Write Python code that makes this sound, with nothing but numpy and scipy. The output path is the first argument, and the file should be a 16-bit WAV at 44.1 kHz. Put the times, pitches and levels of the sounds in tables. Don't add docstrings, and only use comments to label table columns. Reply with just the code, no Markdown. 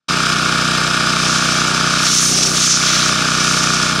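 import sys
import numpy as np
from scipy import signal
from scipy.fft import rfft, irfft
from scipy.io import wavfile
from scipy.ndimage import uniform_filter1d

SR = 44100
rng = np.random.default_rng(int(sys.argv[2]) if len(sys.argv) > 2 else 0)


def wav_record(signal):
    frames = np.transpose(np.atleast_2d(signal))
    bounded = np.clip(frames, -1, 1)
    quanta = np.round(bounded * 32767).astype(np.int16)
    wavfile.write(sys.argv[1], SR, quanta)


N = 176400
TIME, FREQS = np.arange(N) / SR, np.arange(N // 2 + 1) * SR / N


def from_db(db):
    return 10 ** (np.asarray(db) / 20)

def unit_power(x):
    return x / np.sqrt(np.mean(x ** 2) + 1e-20)

def in_time(rows):
    return np.interp(TIME, *np.transpose(rows))

def over_hz(points):
    hz, value = np.transpose(points)
    return np.interp(np.log(FREQS + 1), np.log(hz), value)

def colour(x, points):
    skirts = np.minimum(FREQS / points[0][0], 1) ** 2 * np.minimum(points[-1][0] / (FREQS + 1), 1) ** 2
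    return unit_power(irfft(rfft(x) * from_db(over_hz(points)) * skirts, N))

def noise():
    return rng.standard_normal(N)

def drift(hz):
    return unit_power(irfft(rfft(noise()) / (1 + (FREQS / hz) ** 2), N))

def gate(turns, at, width, base):
    return base + np.exp(-.5 * (((turns - at + .5) % 1 - .5) / width) ** 2)

def swell(centre_s, half_length_s, db):
    return from_db(db) * np.exp(-.5 * ((TIME - centre_s) / half_length_s) ** 2)


# time in seconds, heard beats per second.
HEARD_BEAT_RATE = [(2.1, 31.135), (2.3, 31.31), (2.5, 31.133)]
TURN_SAMPLES = int(SR / HEARD_BEAT_RATE[0][1])

def heard_turns(clack_s=.1409, wobble_s=.00008):
    rate = in_time(HEARD_BEAT_RATE)
    turns = np.cumsum(rate) / SR
    return turns - np.interp(clack_s, TIME, turns) + rate * wobble_s * drift(2.8)


# multiple of the beat rate, relative level in dB.
EXHAUST_ORDERS = [(1, -24.5), (2, -10), (3, -12), (4, -6), (5, 3), (6, -1.5), (7, -2.5), (8, -2.5),
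                  (9, -12.5), (10, -6.5), (11, -7), (12, -13.5), (13, -13), (14, -15), (15, -22),
                  (16, -19.5)]
# frequency in Hz, relative level in dB.
GUSH_SPECTRUM = [(30, -19), (90, -12), (150, 1.5), (280, 4.5), (420, -12), (600, 0), (1000, -15)]

def exhaust(turns, screen_db):
    first_puff, gap, echo_delay = -.228, .358, .151
    note = 0
    for order, db in EXHAUST_ORDERS:
        pair = 1 - 1j * np.exp(-2j * np.pi * order * gap)
        echo = 1 + .32 * np.exp(-2j * np.pi * order * echo_delay)
        pipe_lag = .39 * (order * np.log(order / 6) - order + 6)
        phase = 2 * np.pi * order * (turns - first_puff) + np.angle(pair * echo) + pipe_lag
        note = note + from_db(db) * np.cos(phase)
    puffs = sum(gate(turns, at, width=.072, base=.71) for at in (first_puff, first_puff + gap))
    gush = colour(noise() * puffs, GUSH_SPECTRUM)
    return from_db(-23.6 + .29 * drift(5.9)) * unit_power(note) + from_db(-34.3 + screen_db) * gush


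def strikes(turns, spread_db, jitter_s=.00001):
    at = np.flatnonzero(np.diff(np.floor(turns)) > 0)
    timing, strength = rng.standard_normal((len(at), 2)).T
    clicks = np.zeros(N)
    clicks[np.clip(at + (jitter_s * SR * timing).astype(int), 0, N - 1)] = from_db(spread_db * strength)
    return clicks

def ring(clicks, hz, t60):
    radius = from_db(-60 / (t60 * SR))
    feedback = [1, -2 * radius * np.cos(2 * np.pi * hz / SR), radius ** 2]
    return signal.lfilter(np.array([1, 0, -1]) * (1 - radius ** 2) / 2, feedback, clicks + 1e-18)

def panel_chirp(clicks, s_per_hz=4.6e-6):
    phase = np.pi * s_per_hz * (np.minimum(FREQS, 2000) - 1300) ** 2
    return irfft(rfft(clicks) * np.exp(1j * phase), N)

# frequency in Hz, relative level in dB.
CLACK_SPECTRUM = [(900, -45), (1010, -22), (1090, -6), (1190, 0), (1430, 0), (1500, -5), (1570, -15),
                  (1800, -19), (1950, -45)]
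# frequency in Hz, relative gain in dB, seconds to fall 60 dB.
PANEL_MODES = [(1187.6, 8, 0.52), (1432, 6.5, 0.3)]

def housing(turns):
    clicks = strikes(turns, spread_db=.4)
    clacks = colour(panel_chirp(clicks), CLACK_SPECTRUM)
    ringing = unit_power(sum(from_db(db) * ring(clicks, hz, t60) for hz, db, t60 in PANEL_MODES))
    echo_paths = irfft(1j * np.sign(rfft(rng.standard_normal(TURN_SAMPLES)).imag))
    between_strokes = 1 - gate(turns, at=0, width=.07, base=0)
    echoes = colour(signal.fftconvolve(clicks, echo_paths)[:N] * between_strokes, CLACK_SPECTRUM)
    return from_db(-23.6) * clacks + from_db(-29.5) * echoes + from_db(-31.7) * ringing


# frequency in Hz, relative level in dB.
CLATTER_SPECTRUM = [(950, -42), (1130, -7), (1220, -4), (1450, 0.5), (1700, -1.5), (1870, -6), (2000, -25),
                    (2400, -54)]
# multiple of the beat rate, level in dB before screening.
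DRONE_ORDERS = [(20, -40.5), (22, -43), (27, -49), (29, -44.5)]

def casing(turns):
    clatter = from_db(-25) * colour(noise(), CLATTER_SPECTRUM)
    drone = sum(from_db(db + 2 * drift(8)) * np.cos(2 * np.pi * (order * turns + rng.random()))
                for order, db in DRONE_ORDERS)
    return clatter + np.sqrt(2) * drone


# frequency in Hz, relative level in dB.
HISS_SPECTRUM = [(1500, -50), (2020, -8), (2130, -1), (2350, 4), (2800, 0), (3800, 2), (4400, -2),
                 (5100, 4.5), (5600, -4), (6050, -0.5), (6600, -8.5), (7200, -5.5), (8000, -11),
                 (8900, -12), (9700, -17), (10400, -25.5), (12400, -26), (15500, -41)]

def engine_hiss(turns):
    airflow = gate(turns, at=-.15, width=.25, base=2.3) * from_db(1.07 * drift(230) + .37 * drift(17))
    pattern = rng.standard_normal(TURN_SAMPLES)
    rattle = signal.fftconvolve(strikes(turns, spread_db=2), pattern)[:N]
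    air = colour(noise() * airflow, HISS_SPECTRUM)
    return from_db(-20.9) * air + from_db(-30.5) * colour(rattle, HISS_SPECTRUM)


# frequency in Hz, relative level in dB.
WASH_SPECTRUM = [(30, -16), (150, -5), (400, 3.5), (800, 1), (1100, 4), (2000, -15.5)]

def wash():
    return from_db(-31.3) * colour(noise(), WASH_SPECTRUM)


def crunch(grain_db, flutter_db):
    return noise() * from_db(grain_db * drift(500) + flutter_db * drift(20))

# time in seconds, level in dB.
SLIDE_LEVEL = [(0, -38), (1.12, -35), (1.3, -21), (1.6, -25.5), (1.95, -26), (2.07, -15.5), (2.15, -12.2),
               (2.3, -15), (2.44, -14.6), (2.51, -20), (2.58, -18), (2.64, -13), (2.73, -11.9), (2.81, -18),
               (2.98, -16.5), (3.2, -26), (3.5, -19.4), (3.76, -21.2), (4, -30.5)]
# frequency in Hz, relative level in dB.
SLIDE_SPECTRUM = [(1000, -18), (2600, -8), (4600, -1.5), (5400, 2), (6100, 1.5), (6900, -2.5),
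                  (8000, -11.5), (9200, -15), (10300, -21.5), (15500, -48)]

def slide():
    return from_db(in_time(SLIDE_LEVEL)) * colour(crunch(grain_db=-1, flutter_db=1.54), SLIDE_SPECTRUM)


# time in seconds, level in dB.
SPRAY_LEVEL = [(1.1, -55), (1.4, -40), (1.9, -49), (2.07, -28), (2.25, -21), (2.36, -28), (2.54, -30),
               (2.64, -25), (2.75, -38), (3.2, -46), (3.55, -33), (4, -60)]
# frequency in Hz, relative level in dB.
SPRAY_SPECTRUM = [(3000, -41), (7000, 4), (9000, 3.5), (10500, -4.5), (12500, -10.5), (14500, -17),
                  (15800, -23)]

def spray():
    return from_db(in_time(SPRAY_LEVEL)) * colour(crunch(grain_db=-.5, flutter_db=1.5), SPRAY_SPECTRUM)


# time in seconds, centre pitch in Hz.
EDGE_GLIDE = [(2.05, 5800), (2.25, 6150), (2.46, 5550), (2.63, 6350), (2.8, 5850)]

def edge(width_hz=600, growth=1.55):
    phase = 2 * np.pi * np.cumsum(in_time(EDGE_GLIDE)) / SR
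    band = drift(width_hz) * np.cos(phase) + drift(width_hz) * np.sin(phase)
    return from_db(3.5 + growth * in_time(SLIDE_LEVEL)) * band


# centre in seconds, half length in seconds, peak level in dB.
BASE_SCUFFS = [(2.083, 0.028, -22), (2.594, 0.034, -21), (2.953, 0.094, -19)]
# frequency in Hz, relative level in dB.
SCUFF_SPECTRUM = [(1800, -3.5), (2900, -0.5), (4000, 3), (5200, -10)]

def scuffs():
    rasp = colour(crunch(grain_db=1.5, flutter_db=1.5), SCUFF_SPECTRUM)
    return sum(swell(*row) for row in BASE_SCUFFS) * rasp


# centre in seconds, half length in seconds, peak level in dB.
CLOSEST_PASS = (2.42, .115, -27.5)
# frequency in Hz, relative level in dB.
RUMBLE_SPECTRUM = [(200, 2.5), (320, 5), (700, 1), (1200, -9)]

def rumble():
    return swell(*CLOSEST_PASS) * colour(noise(), RUMBLE_SPECTRUM)


# frequency in Hz, side minus mid in dB.
PORT_WIDTH = [(30, -30), (150, -28.5), (1500, -52.5), (4000, -53), (5500, -17.5), (7000, -16.5),
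              (8000, 0.5), (9100, 5.5), (10500, -1), (12500, -2), (15000, -2)]
# frequency in Hz, left minus right in dB.
PORT_LEAN = [(30, 6.5), (1000, -6), (4500, 0.5), (6000, -1.5), (7200, -21), (9000, 11), (11000, 3),
             (15000, 1.5)]

def ports(mid, scatter_s=.11):
    width, lean = from_db(over_hz(PORT_WIDTH)), from_db(over_hz(PORT_LEAN)) ** 2
    diffuse_share = np.clip(.23 * FREQS / 8000, 0, .9)
    direct_gain = np.sqrt(1 - diffuse_share)
    balance = (lean - 1) / (lean + 1)
    in_phase = np.clip(balance * (1 + width ** 2) / (2 * width * direct_gain), -1, 1)
    direct = direct_gain * np.exp(1j * np.arccos(in_phase))
    scatter = rfft(noise() * np.exp(-TIME / scatter_s))
    diffuse = np.sqrt(diffuse_share) * scatter / np.std(scatter)
    side = irfft(rfft(mid) * width * (direct + diffuse), N)
    return np.array([mid + side, mid - side])


# time in seconds, midrange gain in dB.
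RIDER_SCREEN = [(2.07, 0.8), (2.16, -4.5), (2.23, -1), (2.31, -9), (2.45, -6), (2.58, -4), (2.72, -2.5),
                (2.85, 0)]

def scene():
    turns, screen_db = heard_turns(), in_time(RIDER_SCREEN)
    midrange = from_db(screen_db) * (housing(turns) + casing(turns) + wash())
    generator = midrange + exhaust(turns, screen_db) + from_db(.89 * screen_db) * engine_hiss(turns)
    board = slide() + edge() + spray() + rumble() + scuffs()
    return ports(generator + board)

def record(dry, threshold_db=-14, squeeze=.65, release_db_per_s=55, start_s=.0815, cutoff_hz=15700):
    power = uniform_filter1d(np.mean(dry ** 2, axis=0), size=1416)
    over_db = np.maximum(10 * np.log10(power + 1e-12) - threshold_db, 0)
    release_db = release_db_per_s * TIME
    held_db = np.maximum.accumulate(over_db + release_db) - release_db
    opening = np.clip((TIME - start_s) / .006, .02, 1) ** 2
    ducked = dry * from_db(-squeeze * held_db) * opening
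    lowpass = signal.ellip(10, .05, 60, cutoff_hz, fs=SR, output="sos")
    return signal.sosfilt(lowpass, np.clip(ducked, -.92, .92))


dry = scene()
out = record(dry)
wav_record(out)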